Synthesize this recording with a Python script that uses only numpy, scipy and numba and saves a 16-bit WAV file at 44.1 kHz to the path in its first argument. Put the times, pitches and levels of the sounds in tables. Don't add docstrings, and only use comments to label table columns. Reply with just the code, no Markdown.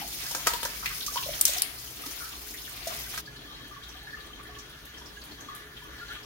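import sys
import numpy as np
from scipy import signal
from scipy.fft import rfft, irfft
from scipy.io import wavfile
from scipy.ndimage import uniform_filter1d
from numba import njit

SR = 44100
rng = np.random.default_rng(int(sys.argv[2]) if len(sys.argv) > 2 else 0)


def inscribe(sig):
    pcm = np.round(np.clip(np.atleast_2d(sig).T, -1, 1) * 32767)
    wavfile.write(sys.argv[1], SR, pcm.astype(np.int16))


def boost_factor(decibels):
    exponent = np.asarray(decibels, float) / 20
    return 10 ** exponent


N = 275625
TAP_OFF_S = 3.218
PORT_TILT_DB = np.array([[0.8], [-0.8]])


def unit(x):
    return x / np.sqrt(np.mean(x ** 2))


def curves(table):
    s, *columns = np.transpose(table)
    return [np.interp(np.arange(N) / SR, s, c) for c in columns]


def on_log(hz, points):
    point_hz, value = np.array(points)[:, :2].T
    return np.interp(np.log(hz), np.log(point_hz), value)


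@njit
def svf(x, hz, width):
    y, b, l = np.empty(len(x)), 0., 0.
    g, k = np.tan(np.pi * hz / SR), width / hz
    for i in range(len(x)):
        v = (b + g * (x[i] - l)) / (1 + g * (g + k))
        b, l, y[i] = 2 * v - b, l + 2 * g * v, k * v
    return y


def svf_twice(x, hz, width):
    return svf(svf(x, hz, width), hz, width)


def walk(rate_hz):
    k = max(int(SR / rate_hz), 1)
    held = np.repeat(rng.standard_normal(N // k + 1), k)
    return 1.7 * uniform_filter1d(uniform_filter1d(held, k), k)[:N]


def droplets(rate_hz, spread_db):
    size = np.minimum(rng.exponential(size=N), 3.5)
    return (rng.random(N) < rate_hz / SR) * rng.choice([-1., 1.], N) * boost_factor(spread_db * size)


def hiss(droplet_db, rate_hz, spread_db):
    return rng.standard_normal(N) + boost_factor(droplet_db) * unit(droplets(rate_hz, spread_db))


def tinted(x, points):
    hz = np.maximum(np.fft.rfftfreq(N, 1 / SR), 1)
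    return unit(irfft(rfft(x) * boost_factor(on_log(hz, points)), N))


def add(out, s, x):
    i = int(s * SR)
    out[i:i + len(x)] += x[:N - i]


def until_tap_off(fade_s):
    return np.clip((TAP_OFF_S - np.arange(N) / SR) / fade_s, 0, 1)


def patchy(x, patchy_db, span_s, span_hz):
    frames = signal.stft(x, nperseg=256)[2]
    wide, long = max(int(span_hz * 256 / SR), 1), max(int(span_s * SR / 128), 1)
    field = uniform_filter1d(rng.standard_normal(frames.shape[-2:]), wide, axis=0)
    field = uniform_filter1d(uniform_filter1d(field, long, axis=1), long, axis=1)
    return signal.istft(frames * boost_factor(patchy_db * unit(field)), nperseg=256)[1][..., :N]


def bubbles(table, t60_s, glide, beat, rough, rise_s):
    out, t = np.zeros(N), np.arange(SR // 3) / SR
    chance = rng.standard_normal((len(table), 2))
    churn = 1 + rough * walk(220)
    onset = (1 - np.exp(-t / max(rise_s, .0005))) ** 2
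    for (s, db, hz), (detune, turn) in zip(table, chance):
        t60 = t60_s * (1000 / hz) ** 0.19
        phase = 2 * np.pi * hz * t * (1 + glide * t * hz / 1000)
        ring = np.sin(phase) + beat * np.sin(phase * (1 + 0.046 * detune) + turn)
        add(out, max(s - rise_s, 0), boost_factor(db + 1.5) * ring * onset * 1000 ** (-t / max(t60, .01)))
    return out * churn


def snaps(table, length_s, sharpness, broad_db):
    out, t = np.zeros(N), np.arange(SR // 6) / SR
    for s, db, hz, *_ in table:
        rise = np.minimum(t / 0.00062 * boost_factor(db + 16), 1)
        burst = rng.standard_normal(len(t)) * np.exp(-t / max(length_s, .001)) * rise
        broad = boost_factor(broad_db) * svf(burst, 11900.0, 33000.0)
        bright = broad + np.sqrt(sharpness) * svf(burst, 1. * hz, hz / sharpness)
        add(out, s, boost_factor(db) * bright / np.abs(bright).max())
    return out


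# t/s, spray off hands and leaves level/dB, plunge into the pool level/dB
FLOW_DB = [(0.0, -43, -53), (0.37, -39.5, -48), (0.5, -47, -49.5), (0.8, -43, -48.5), (1.12, -39.5, -52),
           (1.39, -40, -50), (1.47, -61, -46), (1.6, -51, -45.5), (1.76, -48, -56), (1.95, -49, -55),
           (2.06, -45, -52), (2.2, -44, -52.5), (2.4, -49, -57.5), (2.55, -46, -57.5), (2.78, -49.5, -53.5),
           (2.9, -47, -47.5), (3.06, -43.5, -49), (3.21, -45, -50)]
# f/Hz, density level/dB
SPRAY_DB = [(1470, -45), (2500, -7.5), (5420, 4), (6760, 1), (7920, -6), (9200, -1), (15100, 2),
            (16100, -3), (16500, -52)]
# f/Hz, density level/dB
SPLASH_DB = [(260, -17), (450, -29), (698, 2.5), (793, -4), (1250, -1), (1480, -1.5), (2000, 1.5),
             (4000, 1), (5200, -6), (8800, -120)]


def tap(surge):
    spray_db, splash_db = curves(FLOW_DB)
    fine = hiss(11.5, 2500, 4.1)
    coarse = hiss(0.0, 500, 2.7)
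    spray = tinted(fine, SPRAY_DB) * boost_factor(spray_db + 2.0 + 0.8 * surge + 1.6 * walk(55))
    splash = tinted(coarse, SPLASH_DB) * boost_factor(splash_db + 3.0 + 1.06 * surge + 2.57 * walk(24.88))
    return (spray + splash) * until_tap_off(.004)


def spatter(count=260):
    when, pitch, size = rng.random((count, 3)).T
    s = when * TAP_OFF_S
    pool_db = np.interp(s, *np.transpose(FLOW_DB)[[0, 2]])
    db = pool_db + 1.5 - 2.8 * np.log(np.maximum(size, .05))
    hz = 1400 * 2 ** (2.4 * pitch)
    return bubbles(np.transpose([s, db, hz]), t60_s=0.05, glide=0.74, beat=0.42, rough=0.55, rise_s=.002)


# t/s, peak level/dB, f/Hz
PLOPS = [(0.018, -28, 797), (0.045, -39, 700), (0.258, -33.5, 1606), (0.322, -41, 794), (0.379, -43, 990),
         (0.489, -31.5, 930), (0.509, -36, 1330), (0.547, -30, 947), (0.632, -32, 940), (0.648, -30.5, 940),
         (0.833, -36.5, 933), (0.347, -36, 524), (0.35, -31.5, 1540), (0.47, -36, 623), (0.655, -27, 1620),
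         (0.909, -35.5, 1160), (1.081, -34, 1150), (1.157, -27, 940), (1.168, -27, 1043), (1.262, -30, 595),
         (1.288, -29.5, 625), (1.49, -38.5, 602), (1.562, -35, 720), (1.774, -41.5, 1117),
         (2.335, -46, 1120), (2.71, -45, 1155), (2.038, -36, 1212), (2.239, -39, 1330), (2.871, -28, 646),
         (2.919, -48, 676)]


def plops():
    return bubbles(PLOPS, t60_s=0.093, glide=1.0, beat=0.5, rough=0.45, rise_s=.0025)


# t/s, length/s, level/dB, centre f/Hz
SLOSH = [(0.825, 0.042, -39, 1280), (0.859, .016, -29, 2150), (0.86, .012, -35, 3800),
         (0.872, .03, -37, 2400), (0.895, .05, -45, 1600), (0.927, 0.017, -44, 3300),
         (1.007, 0.014, -33.5, 3570), (1.025, 0.018, -36, 3800), (1.172, 0.024, -33, 3200),
         (1.177, .015, -36, 1620), (1.225, .015, -37, 2900), (1.231, 0.021, -38, 3600),
         (1.256, 0.0072, -36, 3800), (1.328, 0.031, -39, 3300), (1.873, .015, -46.5, 2990),
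         (1.967, .015, -48, 3360), (2.162, 0.018, -54, 4500), (2.192, 0.13, -45, 1400),
         (2.24, 0.045, -46, 4660), (2.32, 0.028, -45, 2960), (2.435, 0.018, -54, 4300),
         (2.532, 0.056, -47, 1910), (2.573, 0.045, -46, 3500), (2.645, .035, -47, 3370),
         (2.675, 0.025, -46, 1630), (2.77, .025, -49.5, 4130), (2.902, 0.062, -46.5, 1190)]


def slosh():
    out, t = np.zeros(N), np.arange(SR // 4) / SR
    swarm = hiss(3.0, 900, 2.7)
    for s, length_s, db, hz in SLOSH:
        x = t / max(0.22 * length_s, .0005)
        band = svf(swarm[int(s * SR):][:len(t)], 1. * hz, hz / 4)
        band = svf(band, 1. * hz, hz / 2)
        add(out, s, boost_factor(db) * unit(band) * x * np.exp(1 - x))
    return out


# t/s, peak level/dB, centre f/Hz
SPURTS = [(1.7292, -36, 12200), (1.8415, -34, 13500), (1.9028, -35, 10600), (1.9577, -36, 13300),
          (2.0166, -35, 12500), (2.061, -31, 11100), (2.1288, -35, 12400), (2.1862, -37, 12800),
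          (2.2431, -32, 12400), (2.2874, -36, 15300), (2.3583, -39, 12400), (2.4107, -38, 13600),
          (2.4655, -35, 12300), (2.5379, -33, 13000), (2.6362, -38, 13900), (2.692, -33, 13800),
          (2.7235, -35, 15100), (2.7584, -36, 13600), (2.919, -34, 12800), (2.9599, -33, 10500),
          (2.9928, -29, 14300), (3.0328, -33, 12400), (3.0886, -35, 10400), (3.144, -32, 12000)]


def spurts():
    return snaps(SPURTS, length_s=.008, sharpness=2.5, broad_db=3.0)


# t/s, peak level/dB, centre f/Hz, body relative level/dB, body f/Hz
CRACKS = [(0.263, -24, 4900, -20, 1590), (0.31, -25.5, 5960, -10, 880), (0.3483, -19.5, 6200, -7, 880),
          (0.4661, -23.5, 6700, -2, 940), (0.4697, -11, 5800, -5.5, 1300), (0.535, -18.5, 3800, -11, 1040),
          (0.63, -18.5, 3680, -12, 1030), (0.6504, -20, 6050, -10, 1040), (0.8576, -23, 3870, -0.5, 2320),
          (1.063, -20, 5700, -40, 1160), (1.157, -25, 4900, -10.5, 940), (2.0595, -29, 4830, -13, 1230),
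          (2.8554, -31, 3520, -25, 735), (2.8722, -22.5, 6000, -24, 651), (2.9347, -31.5, 3740, -6.5, 1730),
          (3.14, -32, 6810, -4, 1720), (3.176, -25, 5470, -4.5, 1670)]


def cracks():
    return snaps(CRACKS, length_s=0.0084, sharpness=3.2, broad_db=-3.0)


# f/Hz, width/Hz, level/dB
SINK_MODES = [(313, 90, -6), (564, 180, 10), (940, 73, 5.5), (1300, 120, 2), (1610, 220, -2),
              (1920, 160, -4), (2350, 260, -13)]


def knocks():
    out, t = np.zeros(N), np.arange(SR // 6) / SR
    for s, db, _, body_db, body_hz in CRACKS:
        push = rng.standard_normal(len(t)) * np.exp(-t / (0.64 * 0.0084))
        body = boost_factor(-15.0) * svf(push, 1. * body_hz, 0.69 * body_hz)
        for hz, width_hz, mode_db in SINK_MODES:
            octaves_off = abs(np.log2(hz / body_hz))
            body = body + boost_factor(mode_db - 22.0 * octaves_off) * svf(push, 1. * hz, 1. * width_hz)
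        add(out, s, boost_factor(db + body_db + 6.5) * body / np.abs(body).max())
    return out


# t/s, peak level/dB, chatter decay/s, mode 1 f/Hz, mode 2 f/Hz
KNIFE_HITS = [(1.4113, -5, 0.013, 9160, 13100), (1.4518, -30, .001, 11000, 14000),
              (1.4529, -2.5, .002, 9000, 6600), (1.4655, -24, .002, 10300, 4000),
              (1.4785, -20, .002, 6300, 15000), (1.482, -19, 0.0022, 3940, 15200),
              (1.4912, -22, .002, 3700, 15000), (1.5, -27, 0.0066, 4600, 9100),
              (1.5353, -19, 0.0025, 3780, 6640), (1.5453, -27, .003, 15300, 6000),
              (1.569, -27, .003, 3700, 6500), (1.5754, -25, 0.0036, 6300, 9100),
              (1.5825, -19, 0.0034, 5700, 12500), (1.596, -27, 0.0017, 4740, 9000),
              (1.62, -7.5, .0018, 9700, 4950), (1.632, -24, .002, 4550, 10000)]
# t/s, level/dB
SLIDE_DB = [(1.4545, -90), (1.456, -31), (1.49, -33), (1.515, -36), (1.535, -37.5), (1.56, -39),
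            (1.585, -38), (1.608, -43), (1.618, -90)]


def knife():
    out, t = np.zeros(N), np.arange(SR // 8) / SR
    contact = np.clip((0.0057 - t) / 0.0005, 0, 1)
    for s, db, decay_s, first_hz, second_hz in KNIFE_HITS:
        envelope = np.exp(-t / max(decay_s, .0003)) * contact + 0.19 * np.exp(-t / 0.014)
        chatter = rng.standard_normal(len(t)) * envelope
        hit = boost_factor(0.3 * db) * svf(svf(chatter, 10500.0, 19000.0), 9500.0, 19000.0)
        hit = hit + boost_factor(5.5) * svf(chatter, 1. * first_hz, 500.0)
        hit = hit + boost_factor(6.0) * svf(chatter, 1. * second_hz, 690.0)
        add(out, s, boost_factor(db) * hit / np.abs(hit).max())
    grit = hiss(9.0, 1700, 1.9)
    scrape = unit(svf(svf(grit, 6800.0, 14000.0), 6200.0, 14000.0))
    scrape = scrape + boost_factor(-4.0) * unit(svf(grit, 13800.0, 5000.0))
    return out + boost_factor(curves(SLIDE_DB)[0]) * scrape


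# t/s, level/dB
TRICKLE_DB = [(3.22, -72), (3.6, -55), (3.9, -55.5), (4.15, -56.5), (4.4, -61), (4.9, -54.5), (5.25, -64),
              (5.57, -49.5), (5.72, -59), (6.0, -48), (6.07, -54), (6.13, -45.5), (6.25, -63)]
# f/Hz, width/Hz, level/dB
PIPE_MODES = [(1160, 56, -3), (1455, 21, -5.5), (1590, 21, -7.5), (1730, 55, 2), (1998, 24, -11),
              (1560, 1100, -2)]
# f/Hz, width/Hz, level/dB
UPPER_PIPE_MODES = [(2932, 21, -9), (3170, 45, 1), (3430, 110, 1), (3900, 400, 2), (4300, 300, -1),
                    (6060, 320, -10.5)]


def pipe(modes, rate_hz, spread_db, widen):
    return unit(sum(boost_factor(db) * unit(svf(droplets(rate_hz, spread_db), 1. * hz, widen * width_hz))
                    for hz, width_hz, db in modes))


def drain():
    low_db, = curves(TRICKLE_DB)
    upper_db = -56.5 + 0.38 * (low_db - low_db.max()) + 1.8 * walk(8.1)
    low = pipe(PIPE_MODES, 200, 0.61, 0.62) * boost_factor(low_db - 1.0)
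    upper = pipe(UPPER_PIPE_MODES, 400, 2.5, 1.0) * boost_factor(upper_db + 3.5)
    rustle = svf(hiss(24, 700, 4.8), 6600.0, 18000.0) * boost_factor(1.4 * walk(29))
    after = np.arange(N) / SR > TAP_OFF_S
    return low + upper + after * unit(rustle) * boost_factor(-78.5 + 2.2 * walk(6.7))


# t/s, peak level/dB, f/Hz
DRIPS = [(3.2493, -52, 1230), (3.276, -40, 1690), (3.3576, -43, 1724), (3.4456, -38, 1730),
         (3.4966, -52, 1230), (3.5938, -47, 1115), (3.7123, -35.5, 1168), (3.7629, -41, 1130),
         (3.945, -49, 1180), (4.0714, -34, 1710), (4.0944, -40, 1727), (4.1312, -29.5, 1750),
         (4.2432, -40, 1165), (4.3034, -45, 1190), (4.3987, -40, 1145), (4.4528, -44.5, 1750),
         (4.4844, -37, 1740), (4.554, -44, 1750), (4.866, -41, 1760), (5.503, -36, 1160),
         (4.975, -54, 1750), (5.1014, -46, 1710), (5.169, -39, 1660), (5.383, -45, 1140),
         (5.541, -44, 1200), (5.5961, -47, 1740), (5.7057, -51, 1790), (5.9432, -48, 1810),
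         (5.993, -43, 1680), (6.0885, -45, 1650)]


def drips():
    return bubbles(DRIPS, t60_s=0.088, glide=0.027, beat=0.3, rough=0.3, rise_s=.0035)


# t/s, peak level/dB, f/Hz
GULPS = [(3.322, -55, 1430), (3.507, -46, 1160), (3.462, -53, 1187), (3.735, -49, 1750), (4.585, -51, 1757),
         (5.486, -32, 1160), (5.508, -46, 1950), (5.51, -46, 1720), (5.548, -46, 1700), (5.608, -48, 1960),
         (5.635, -48, 1740), (4.452, -48, 1980), (3.875, -46, 3170), (6.245, -47, 1150), (5.815, -49, 1720),
         (6.105, -43, 1720), (4.78, -50, 1730), (5.43, -50, 1160), (4.172, -42, 1170), (4.487, -54, 1224),
         (4.508, -46, 1130), (4.566, -44, 1130), (5.014, -49.5, 970), (5.409, -47, 1580),
         (5.549, -51, 1446), (3.95, -53, 750), (4.03, -51, 798), (4.49, -49, 722), (5.82, -46, 990),
         (5.85, -45, 1156), (5.999, -49, 1560), (6.012, -39, 1410), (6.103, -44, 1390), (6.119, -38, 1483),
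         (6.159, -45, 1196)]


def gulps():
    return bubbles(GULPS, t60_s=0.14, glide=0.08, beat=0.3, rough=0.3, rise_s=.0035)


# t/s, peak level/dB, f/Hz
BLIPS = [(3.3531, -44, 3030), (3.394, -43, 3400), (3.4569, -48, 3480), (3.5013, -51, 3480),
         (3.61, -51, 3200), (3.678, -41, 3150), (3.7617, -59, 3400), (3.8243, -42, 3180),
         (3.966, -46, 3180), (4.1034, -49, 3360), (4.264, -50, 3380), (4.3326, -44, 3140),
         (4.4706, -44, 3230), (4.7295, -48, 3500), (4.8168, -50, 3660), (4.8861, -45, 2880),
         (4.939, -46, 3200), (4.9706, -45, 3145), (5.0178, -43, 3400), (5.0457, -45, 3450),
         (5.1635, -47, 2920), (5.3087, -51, 3170), (5.4079, -46, 3220), (5.4448, -43, 3370),
         (5.4857, -39, 3350), (5.7644, -40, 3154), (5.825, -42, 3130), (5.9277, -49, 3120),
         (5.9796, -44, 3170), (6.1398, -48, 3170)]


def blips():
    return bubbles(BLIPS, t60_s=0.079, glide=0.03, beat=0.3, rough=0.35, rise_s=.003)


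# t/s, peak level/dB, centre f/Hz
TICKS = [(3.255, -37.5, 4520), (3.36, -39, 4200), (3.402, -42, 3350), (3.832, -34, 3730),
         (3.886, -39, 5800), (3.96, -40, 3180), (4.1, -45.5, 4370), (4.1702, -49, 3400), (4.198, -39, 3970),
         (4.264, -50, 4140), (4.545, -40, 3170), (4.5835, -36, 5900), (4.698, -46, 3900),
         (4.7723, -49, 3600), (4.936, -40.5, 3220), (4.9739, -39.5, 5600), (5.055, -36.5, 5260),
         (5.158, -55, 3380), (5.213, -36, 4350), (5.312, -38.5, 4350), (5.4009, -38.5, 6370),
         (5.548, -47, 3220), (5.7635, -38, 3260), (5.978, -43, 4070), (6.078, -38.5, 4280),
         (6.143, -43, 3160), (6.227, -42, 5250)]


def ticks():
    return snaps(TICKS, length_s=0.014, sharpness=7.2, broad_db=-21.0)


# t/s, peak level/dB, centre f/Hz
FIZZ = [(3.675, -46, 10100), (3.88, -43, 13900), (4.027, -47, 12500), (4.259, -44.5, 9000),
        (4.4283, -44, 9900), (4.6942, -45, 10500), (4.8499, -37.5, 13400), (5.1592, -49, 10500),
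        (5.235, -37, 12900), (5.246, -39.5, 9700), (5.4031, -44, 12700), (5.547, -33, 11100),
        (5.557, -38, 11500), (5.8331, -44, 13200), (6.102, -47, 10500), (6.125, -41, 14500)]


def fizz():
    return snaps(FIZZ, length_s=0.0055, sharpness=8.3, broad_db=1)


# f/Hz, density level/dB
ROOM_TONE_DB = [(25, -24), (42, 8.5), (100, -11), (200, -3.5), (300, 3), (420, -3.5), (520, -6),
                (1000, -6.5), (2000, -6), (3200, -7.5), (5000, -12), (6500, -11.5), (7800, -24),
                (11000, -17.5), (16000, -16.5)]
# f/Hz, level/dB, width/Hz
HUM_LINES = [(60.4, -56, 6.2), (119.3, -62, 1.7), (145.3, -64.5, 4.4), (422.2, -63.5, 2.7)]
# f/Hz, share common to both
LIKENESS = [(30, 0.997), (70, .97), (125, 0.8), (250, 0.7), (500, 0.51), (1000, 0.032), (4000, 0.048)]
# t/s, level/dB
RUMBLE_DB = [(0.0, -44.5), (0.23, -59), (0.5, -49.5), (1.3, -51.5), (1.93, -76), (2.45, -63), (2.71, -61),
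             (2.94, -50), (3.41, -55.5), (6.25, -59.5)]


def kitchen():
    hz = np.maximum(np.fft.rfftfreq(N, 1 / SR), 1)
    like = np.clip(on_log(hz, LIKENESS), 0, 1)
    mid, side = rfft(rng.standard_normal((2, N))) * boost_factor(on_log(hz, ROOM_TONE_DB))
    air = irfft(np.sqrt(1 + like) * mid + np.sqrt(1 - like) * side * np.array([[1], [-1]]), N)
    air = patchy(unit(air), 2.22, 0.031, 1200) * boost_factor(-50 + 0.41 * walk(8.2) + PORT_TILT_DB)
    hum = sum(boost_factor(db) * unit(svf(rng.standard_normal(N), 1. * f, 1. * width_hz))
              for f, db, width_hz in HUM_LINES)
    rumble_db, = curves(RUMBLE_DB)
    deep = unit(svf_twice(rng.standard_normal(N), 48.0, 16.0)) * boost_factor(rumble_db - 4.5)
    low = unit(svf_twice(rng.standard_normal(N), 136.0, 180.0)) * boost_factor(rumble_db - 6.0)
    return air + hum + deep + low


def ports(shared, apart, wet_db):
    lag_s, basin_t60_s, walls_t60_s = .00012, 0.12, 0.39
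    late = irfft(rfft(shared) * np.exp(-2j * np.pi * np.fft.rfftfreq(N, 1 / SR) * lag_s), N)
    direct = np.array([shared, late]) + apart
    t = np.arange(SR // 2) / SR
    basin, walls = (rng.standard_normal((2, len(t))) * 1000 ** (-t / t60) * (t > .001)
                    for t60 in (basin_t60_s, walls_t60_s))
    tail = (boost_factor(-5) * unit(basin) + boost_factor(-3) * unit(walls)) / np.sqrt(len(t))
    echo = signal.fftconvolve(direct, tail, axes=1)[:, :N]
    return (direct + boost_factor(wet_db) * echo) * boost_factor(PORT_TILT_DB - 1.5)


def scene():
    surge = walk(11.87)
    water = patchy(np.array([tap(surge), tap(surge), tap(surge)]), 2.2, .015, 900)
    bright = np.array([cracks() + slosh() + spurts() for _ in range(2)])
    shared = boost_factor(-7) * water[2] + plops() + knocks() + spatter()
    rinsing = ports(shared, water[:2] + boost_factor(2.5) * bright, -2.36)
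    rinsing = rinsing + ports(np.zeros(N), boost_factor(3.5) * np.array([knife(), knife()]), -8.0)
    leaves = np.array([ticks() + fizz() for _ in range(2)])
    trickle = patchy(drain(), 2.2, 0.047, 700) + drips() + gulps() + boost_factor(0.5) * blips()
    draining = ports(boost_factor(2.5) * trickle, boost_factor(1.0) * leaves, -1.0)
    return rinsing * until_tap_off(0.014) + draining + kitchen()


def roll_off(x):
    return signal.sosfilt(signal.butter(12, 16810, fs=SR, output="sos"), x)


def record(dry):
    top_hz, top_db = 15880, -42
    shelf = np.where(np.fft.rfftfreq(N, 1 / SR) > top_hz, boost_factor(top_db), 1)
    mix = irfft(rfft(dry) * shelf, N)
    return roll_off(mix)


dry = scene()
out = record(dry)
inscribe(out)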